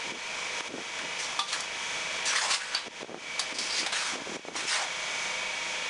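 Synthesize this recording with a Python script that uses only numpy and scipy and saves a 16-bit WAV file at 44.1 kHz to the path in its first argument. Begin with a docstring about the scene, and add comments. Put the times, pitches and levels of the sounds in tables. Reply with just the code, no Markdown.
"""A wooden hoe pushes damp concrete mix over a steel mould: filtered noise and grains scrape, blows ring modes.
Behind it the pump of a hydraulic block press drones: multiples of the shaft speed over a throbbing rush.
Fingers shift on the hand-held camera: short damped pulses pop and rub at its one microphone,
and at times a fingertip half covers the port, which lowers the level of the other sounds."""
import sys
import numpy as np
from scipy import signal
from scipy.fft import rfft, irfft, next_fast_len
from scipy.io import wavfile
from scipy.ndimage import uniform_filter1d

SR = 44100
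rng = np.random.default_rng(int(sys.argv[2]) if len(sys.argv) > 2 else 0)


def unload_wav(signal):
    """Save mono or channel-first audio to the path in sys.argv[1] as 16-bit WAV at rate SR, clipped to [-1, 1]."""
    wavfile.write(
        sys.argv[1],
        SR,
        np.round(np.clip(np.atleast_2d(signal).T, -1, 1) * 32767).astype(np.int16),
    )


N = 259749
T = np.arange(N) / SR  # time in seconds
SHAFT_HZ = 25.585  # turns of the pump shaft per second, on average
EDGE_HZ = 10900  # upper band limit

# Strong pump tones. Each row: multiple of the shaft speed, relative level in dB before the note shifts,
# relative level in dB after it.
PUMP_TONES = [(6, -70, -71), (18, -57, -67), (20, -55, -57), (24, -60, -54), (25, -56, -55), (36, -63, -55),
              (37, -52.5, -54.5), (54, -59, -58), (78, -55, -53), (82, -61, -55), (88, -53.5, -44.7),
              (89, -48, -47.5), (90, -52, -50.5), (91, -58, -54), (92, -51, -54), (94, -54, -56),
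              (97, -72, -51), (98, -53, -52), (99, -53, -63), (100, -53, -54), (107, -62, -57),
              (110, -66, -56), (113, -54, -72), (120, -54, -54), (126, -59, -58), (129, -67, -53),
              (130, -52, -51), (138, -77, -58), (179, -65, -63), (267, -72, -60)]
# The gradual shift of the pump's note: start in seconds, end in seconds.
SHIFT_TIMES = (2.6, 4.9)
# Spectrum of the many weak shaft multiples. Each row: frequency in Hz, relative level in dB.
BUZZ_SPECTRUM = [(100, -8.5), (300, -13), (500, -6), (950, -0.5), (1400, 3), (1950, -6), (2330, 5.5),
                 (2800, -15), (3300, 3), (4000, -8), (6200, 0.5), (8000, -11), (11000, -18.5)]
# Spectrum of the rush of oil and fan. Each row: frequency in Hz, relative level in dB.
RUSH_SPECTRUM = [(25, -13), (60, -12.5), (120, -20), (170, -6), (300, -9), (500, -4), (760, -2.5), (950, 2),
                 (1300, -6.5), (1700, 1.5), (2350, 2), (2900, 0), (3400, -0.5), (4100, -4.5), (6200, -9.5),
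                 (8000, -15.5), (10800, -25.5)]
# Level of the pump's drone at the camera. Each row: time in seconds, gain in dB.
DRONE_LEVEL = [(0, -1), (.5, .5), (1.39, -0.16), (1.43, -4.5), (1.53, -3), (1.95, 0.95), (2.45, 1.5),
               (2.65, -1), (3.35, 0.55), (4.1, -1.5), (5, 0.07), (5.89, 1.25)]
# The whine is a cluster of pump tones around this pitch in Hz, with this sharpness Q.
WHINE_HZ, WHINE_Q = 2290, 14
# Level of the whine against the rest of the drone. Each row: time in seconds, gain in dB.
WHINE_LEVEL = [(0, 3.5), (1.35, -1.5), (1.7, 2), (2.35, 1.5), (3.1, -2), (3.3, 4), (3.7, 0), (4.1, -2.5),
               (4.75, -3), (5.2, 2), (5.89, 0.5)]

# The loudest finger pops on the camera body. Each row: start in seconds, relative peak in dB, pitch in Hz.
POPS = [(0.121, -30.5, 291), (0.608, -32.5, 342), (0.74, -29, 450), (0.783, -28.5, 480),
        (0.792, -29.5, 420), (2.881, -27, 410), (3.03, -25, 460), (3.046, -27, 520), (3.095, -27, 536),
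        (3.145, -21.5, 665), (3.179, -34, 380), (3.525, -31, 302), (3.832, -27, 680), (4.156, -24.5, 520),
        (4.22, -26.5, 367), (4.272, -27, 441), (4.359, -26.5, 506), (4.367, -24, 506),
        (4.394, -33.5, 397.5), (4.451, -27, 580), (4.485, -23, 605), (4.554, -25, 705), (4.652, -27.5, 413)]
# Fingers rubbing on the camera body. Each row: start in seconds, end in seconds, level in dB.
RUBS = [(0, 4.9, -58), (.03, .19, -46), (.67, .83, -45.5), (1.01, 1.07, -50), (2.855, 2.888, -42),
        (2.998, 3.035, -43.5), (3.072, 3.188, -44.5), (3.5, 3.68, -50), (3.74, 3.87, -47),
        (4.11, 4.24, -45), (4.25, 4.38, -42), (4.44, 4.68, -48)]
# A finger presses on the microphone port. Each row: start in seconds, time until release in seconds,
# loss in dB, time constant of the release in seconds.
PRESSES = [(.115, 0.036, 6, 0.09), (.607, 0.017, 7, 0.039), (.682, .012, 10.5, 0.16),
           (2.78, 0.14, 2.5, 0.054), (2.879, .015, 13.5, .1), (3.028, 0.14, 13, 0.11),
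           (3.528, .012, 8.5, 0.071), (3.835, 0.069, 2, 0.038), (4.16, 0.17, 4, .05),
           (4.365, .05, 12, 0.15), (4.485, 0.047, 11.5, 0.017)]
CLOSE_S = 0.0048  # seconds a fingertip takes to reach the full loss

# Modes of the steel mould. Each row: frequency in Hz, relative level in dB, t60 in seconds.
MOULD_MODES = [(790, -10, .12), (926, -8, .17), (1184, -4, .24), (1215, -9, .15), (1750, -14, .1),
               (2536, -9, .28), (3440, -1, .17), (3510, -7, .13), (3640, -9, .18), (5642, -16, .25),
               (6072, -22, .2)]
# Modes of the thin table edge, damped by the mix lying on it. Each row: frequency in Hz, relative level
# in dB, t60 in seconds.
TABLE_EDGE_MODES = [(3180, -25, 0.17), (3460, -11, 0.16), (3950, -10, 0.27), (4400, -25, .13),
                    (4530, -7, 0.1), (4595, -1, 0.13), (5030, -9, 0.13)]
# Knocks of the hoe on the steel. Each row: start in seconds, relative level in dB, brightest frequency of
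# the crunch in Hz, its t60 in seconds, then in dB against that level: knock of the wooden blade,
# ring of the mould, ring of the table edge.
KNOCKS = [(0.607, -34, 3000, 0.033, 3.5, -21, -20), (.989, -31, 1910, 0.083, -17, -21, -22),
          (1.391, -26.5, 3680, 0.18, -13, 3, -7), (1.529, -27, 3700, 0.084, -7, -21, -19),
          (1.606, -30, 6300, 0.027, -18, -17, -9.5), (2.45, -26, 6000, 0.014, -1, -29, -24),
          (2.509, -22, 3850, .03, -20, -13, -3), (2.748, -24, 4170, 0.034, -3, -23, 4),
          (3.394, -19.5, 4200, 0.082, -14, -28, -27), (3.586, -22, 4400, 0.055, -22, -28, -10),
          (3.863, -24.5, 3680, 0.063, -3, -25, -19), (3.924, -31, 3500, 0.06, 1.5, -22, -18),
          (4.554, -31.5, 2372, 0.13, -1.5, -24, -20)]
# Hoe strokes. Each row: start in seconds, length in seconds, grinding of stones in relative dB, hiss of sand
# in relative dB, swell from start to end in dB, resonance of blade and gap in Hz at the start and at the end.
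STROKES = [(1.18, .07, -44, -39.5, 1, 6500, 5560), (1.471, 0.072, -43.5, -38.5, 15, 5000, 1800),
           (2.251, 0.068, -39, -33.5, -11.5, 7040, 5600), (2.26, 0.072, -35, -34, 4, 1900, 1540),
           (2.347, 0.053, -28, -25.5, 2, 1790, 1560), (2.407, .085, -31.5, -28.5, -4.5, 950, 740),
           (2.495, 0.049, -28.5, -24, 7, 930, 1060), (2.594, 0.16, -39, -40, -9.5, 1650, 1690),
           (2.736, 0.057, -31.5, -39.5, 0.5, 4500, 4280), (3.403, 0.024, -36, -43, 1, 4950, 4880),
           (3.533, 0.026, -42, -36.5, 2, 5100, 5100), (3.58, .13, -40, -37.5, -4, 5080, 4950),
           (3.716, 0.081, -39, -36, 8, 4900, 4540), (3.822, .05, -38.5, -43, 0, 2600, 2000),
           (3.917, 0.11, -37, -33, 1, 1710, 1410), (4.042, .06, -46, -37, -4, 1500, 1500),
           (4.554, 0.1, -39.5, -35, -11, 2100, 1550), (4.667, 0.072, -37, -30.5, 8, 2496, 1680),
           (4.738, 0.094, -32.5, -33.5, -5.5, 860, 794)]
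# Colour of the sliding grit. Each row: frequency in Hz, gain in dB.
GRIT_SPECTRUM = [(100, -8), (400, 7), (800, 10.5), (1800, 10.5), (3000, 9.5), (5000, 8), (7000, 5.5),
                 (9000, 1.5), (11000, -9.5)]
# Ringing of the gap under the blade: added gain at its top (a factor), sharpness Q.
GAP_RING = (1.8, 6)
# The blade bites in a linear rise; the grit trickles out with this time constant after it stops (seconds).
BITE_S, TRICKLE_S = 0.013, 0.024
# Sand hisses less as the blade digs in and its resonance sinks.
HISS_DB_PER_OCTAVE = 5


def amp(db):
    """Decibel law: the amplitude factor for a level in dB."""
    return 10 ** (np.asarray(db) / 20)


def unit(x):
    """Normalisation of power: scales a signal to rms 1."""
    return x / np.sqrt(np.mean(x ** 2) + 1e-20)


def read(points, hz):
    """Spectral envelope: gain of a (Hz, dB) curve, interpolated over log frequency."""
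    knot_hz, knot_db = np.transpose(points)
    return amp(np.interp(np.log(hz + 1), np.log(knot_hz + 1), knot_db))


def add(mix, start, sound):
    """Superposition: adds a sound into the mix from its start in seconds."""
    part = mix[max(round(start * SR), 0):][:len(sound)]
    part += sound[:len(part)]


def colour(x, gain):
    """Linear filtering: multiplies the spectrum by a gain that is a function of frequency."""
    size = next_fast_len(len(x))
    freqs = np.fft.rfftfreq(size, 1 / SR)
    return irfft(rfft(x, size) * gain(freqs), size)[:len(x)]


def bump(f, hz, q):
    """Simple resonance: response of one damped oscillator, 1 at its top."""
    return 1 / np.sqrt(1 + (q * ((f + 1) / hz - hz / (f + 1))) ** 2)


def wander(hz):
    """Slow random fluctuation: low-passed noise of rms 1, its rate mostly below hz."""
    return unit(colour(rng.standard_normal(N), lambda f: np.exp(-(f / hz) ** 2)))


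def grains(per_s, spread_db):
    """Random impulse train: clicks at chance times, mostly small and a few large."""
    size = amp(spread_db * np.minimum(rng.exponential(1, N), 3))
    struck = rng.random(N) < per_s / SR
    return unit(size * rng.choice([-1, 1], N) * struck)


def rattle(turns):
    """Periodicity: one turn's worth of weak shaft multiples, repeated with every turn."""
    cycle = np.arange(8192) / 8192
    orders = np.arange(len(cycle) // 2 + 1)
    hz = orders * SHAFT_HZ
    lines = read(BUZZ_SPECTRUM, hz) * (orders > 3) * (hz < EDGE_HZ)
    lines = lines * amp(0.73 * rng.standard_normal(len(orders)))
    lines = lines * np.exp(2j * np.pi * rng.random(len(orders)))
    # leave room for the strong tones
    lines[[round(row[0]) for row in PUMP_TONES]] = 0
    return np.interp(turns, cycle, unit(irfft(lines)), period=1)


def pump_tones(turns, waver=0.31, scatter_turns=.15):
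    """Harmonic partials: strong shaft multiples, each with its own slow swell and phase drift."""
    shift = np.interp(T, SHIFT_TIMES, [0, 1])
    whine_db = np.interp(T, *np.transpose(WHINE_LEVEL))
    knots = np.linspace(0, T[-1], 40)
    # neighbouring multiples keep roughly in step, so each cluster of tones flutters once a turn
    orders = np.arange(4097)
    anchors = orders[::8]
    phase = np.interp(orders, anchors, 2 * rng.random(len(anchors)))
    phase = phase + scatter_turns * rng.standard_normal(len(orders))
    tones = np.zeros(N)
    for order, first_db, late_db in PUMP_TONES:
        swell = np.interp(T, knots, waver * rng.standard_normal(len(knots)))
        drift = np.interp(T, knots, waver * rng.standard_normal(len(knots)))
        level = np.sqrt(2) * amp(first_db + shift * (late_db - first_db)) * (1 + swell)
        level = level * amp(whine_db * bump(order * SHAFT_HZ, WHINE_HZ, WHINE_Q) ** 2)
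        tones += level * np.sin(2 * np.pi * (order * turns + phase[round(order)]) + drift)
    return tones


def pump(buzz_db=-40.5, rush_db=-38, buzz_waver=0.7, jitter_turns=0.00024, throb=0.037):
    """Rotating machinery: shaft multiples stand over broadband flow noise that throbs with the turns."""
    turns = SHAFT_HZ * T + jitter_turns * wander(6.4)
    # the lines swell and fade as the camera moves through the sound field
    moving = wander(1.77) * rattle(turns) + wander(4.8) * rattle(turns)
    buzz = unit(rattle(turns) + buzz_waver * moving)
    rush = unit(colour(rng.standard_normal(N), lambda f: read(RUSH_SPECTRUM, f)))
    # twice a turn, and half as deep once a turn
    rush *= 1 + throb * np.cos(2 * np.pi * 2 * turns) + .5 * throb * np.cos(2 * np.pi * turns)
    return amp(buzz_db) * buzz + pump_tones(turns) + amp(rush_db) * rush


def shed(x, t60=0.23, wet_db=-9):
    """Reverberation: sparse, decaying echoes scattered from the machine frame and the roof."""
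    t = np.arange(SR // 2) / SR
    taps = rng.standard_normal(len(t)) * (rng.random(len(t)) < 2000 / SR)
    taps = taps * (t > .004) * amp(-60 * t / t60)
    echoes = signal.oaconvolve(x, taps / np.linalg.norm(taps))[:N]
    return x + amp(wet_db) * echoes


def pop(hz, cycles=0.5, snap=0.22, snap_hz=1150):
    """Damped oscillation: one slip of skin, a dull pulse gone in a cycle or two, with a small snap in front."""
    t = np.arange(SR // 40) / SR
    dull = np.sin(2 * np.pi * hz * t) * np.exp(-hz * t / cycles)
    front = snap * np.sin(2 * np.pi * snap_hz * t) * np.exp(-snap_hz * t / cycles)
    pulse = signal.lfilter(*signal.butter(2, 230, "high", fs=SR), dull + front)
    return pulse / abs(pulse).max()


def fingers(pop_db=-2.0, slips_per_s=220):
    """Stick-slip friction: single pops, and runs of small slips while a finger slides."""
    pops, pressure = np.zeros(N), np.zeros(N)
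    for start, db, hz in POPS:
        add(pops, start, amp(db + pop_db) * pop(hz))
    for start, end, db in RUBS:
        length = max(round((end - start) * SR), 2)
        add(pressure, start, amp(db) * signal.windows.tukey(length, .4))
    slips = sum(signal.oaconvolve(grains(slips_per_s, 1), pop(hz))[:N] for hz in (320, 490, 780))
    return pops + pressure * unit(slips)


def covered(x):
    """Obstruction: a finger shuts the port quickly, rests there and eases off; the firmest press counts."""
    losses_db = []
    for start, held, db, ease in PRESSES:
        closing = np.clip((T - start) / CLOSE_S, 0, 1)
        easing = np.exp(-np.maximum(T - start - held, 0) / ease)
        losses_db.append(db * closing * easing)
    return x * amp(-np.max(losses_db, axis=0))


def ring(modes, t):
    """Modal decay: a struck plate sounds as a sum of exponentially dying sines."""
    return sum(amp(db - 60 * t / t60) * np.sin(2 * np.pi * (hz * t + rng.random())) for hz, db, t60 in modes)


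def knocks(level_db=1, q=2.55, wood_hz=1000, wood_q=0.91):
    """Impact excitation: each blow crushes grit, jolts the wooden blade and sets the steel ringing."""
    out, t = np.zeros(N), np.arange(SR // 2) / SR
    for start, db, hz, t60, wood_db, mould_db, edge_db in KNOCKS:
        crunch = unit(colour(rng.standard_normal(len(t)), lambda f: bump(f, hz, q)))
        wood = unit(colour(rng.standard_normal(len(t)), lambda f: bump(f, wood_hz, wood_q) ** 2))
        contact = (crunch + amp(wood_db) * wood) * amp(-60 * t / t60)
        steel = amp(mould_db) * ring(MOULD_MODES, t) + amp(edge_db) * ring(TABLE_EDGE_MODES, t)
        add(out, start, amp(db + level_db) * (contact + steel))
    return out


def hoe(level_db=-3, judder_db=1.0, gritty=0.6, hollow_hz=1300, patchy_db=2.27):
    """Granular friction: cracking grains and sliding sand excite a resonance that moves along each stroke."""
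    drive = unit(gritty * grains(2500, 2.7) + 0.79 * rng.standard_normal(N))
    drive = drive * amp(judder_db * wander(59))
    f, t, z = signal.stft(drive, SR, nperseg=512)
    f = f[:, None]
    # 0 where stones grind, 1 where sand hisses
    sandy = np.interp(np.log(f + 1), np.log([1700, 4500]), [0, 1])
    gap_gain, gap_q = GAP_RING
    power = np.zeros(z.shape)
    for start, length, grind_db, hiss_db, swell_db, first_hz, last_hz in STROKES:
        now = (t > start) & (t < start + length + .5)
        age = t[now] - start
        along = np.minimum(age / length, 1)
        bite = np.minimum(age / BITE_S, 1)
        trickle = np.exp(-np.maximum(age - length, 0) / TRICKLE_S)
        push = bite * trickle * amp(swell_db * (along - .5))
        hz = first_hz * (last_hz / first_hz) ** along
        hiss = hiss_db + HISS_DB_PER_OCTAVE * np.log2(hz / np.sqrt(first_hz * last_hz))
        friction = amp(grind_db + sandy * (hiss - grind_db))
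        low_cut = 1 / np.sqrt(1 + (0.73 * np.minimum(hz, hollow_hz) / (f + 1)) ** 6)
        gap = 1 + gap_gain * bump(f, hz, gap_q)
        power[:, now] += (push * friction * low_cut * gap) ** 2
    # each caught stone briefly rings its own narrow band
    patches = uniform_filter1d(rng.standard_normal(z.shape), size=4, axis=0)
    patches = unit(uniform_filter1d(patches, size=6, axis=1))
    z = z * np.sqrt(power) * amp(patchy_db * patches) * read(GRIT_SPECTRUM, f)
    return amp(level_db) * signal.istft(z, SR, nperseg=512)[1][:N]


def scene():
    """Superposition at one microphone: fingers cover the hoe and pump, add their noise; both channels match."""
    drone = pump() * amp(np.interp(T, *np.transpose(DRONE_LEVEL)))
    work = shed(hoe() + knocks())
    mono = covered(drone + work) + fingers()
    return np.array([mono, mono])


def record(dry, threshold_db=-27, squeeze=0.86, recovery_db_per_s=40):
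    """Dynamic compression: loud sounds duck the whole level, peaks are rounded, then the band is limited."""
    power = signal.lfilter([1 / 200], [1, 1 / 200 - 1], dry[0] ** 2)
    power_db = 10 * np.log10(power + 1e-12)
    # hold each peak, then let it fall at a steady rate
    fall = T * recovery_db_per_s
    held_db = np.maximum.accumulate(power_db + fall) - fall
    over_db = np.maximum(held_db - threshold_db, 0)
    over_db = signal.lfilter([1 / 300], [1, 1 / 300 - 1], over_db)
    ceiling = .27
    rounded = ceiling * np.tanh(dry * amp(-squeeze * over_db) / ceiling)
    edge = signal.firwin(511, EDGE_HZ, window=("kaiser", 8), fs=SR)
    return signal.oaconvolve(rounded, edge[None], "same")


dry = scene()
out = record(dry)
unload_wav(out)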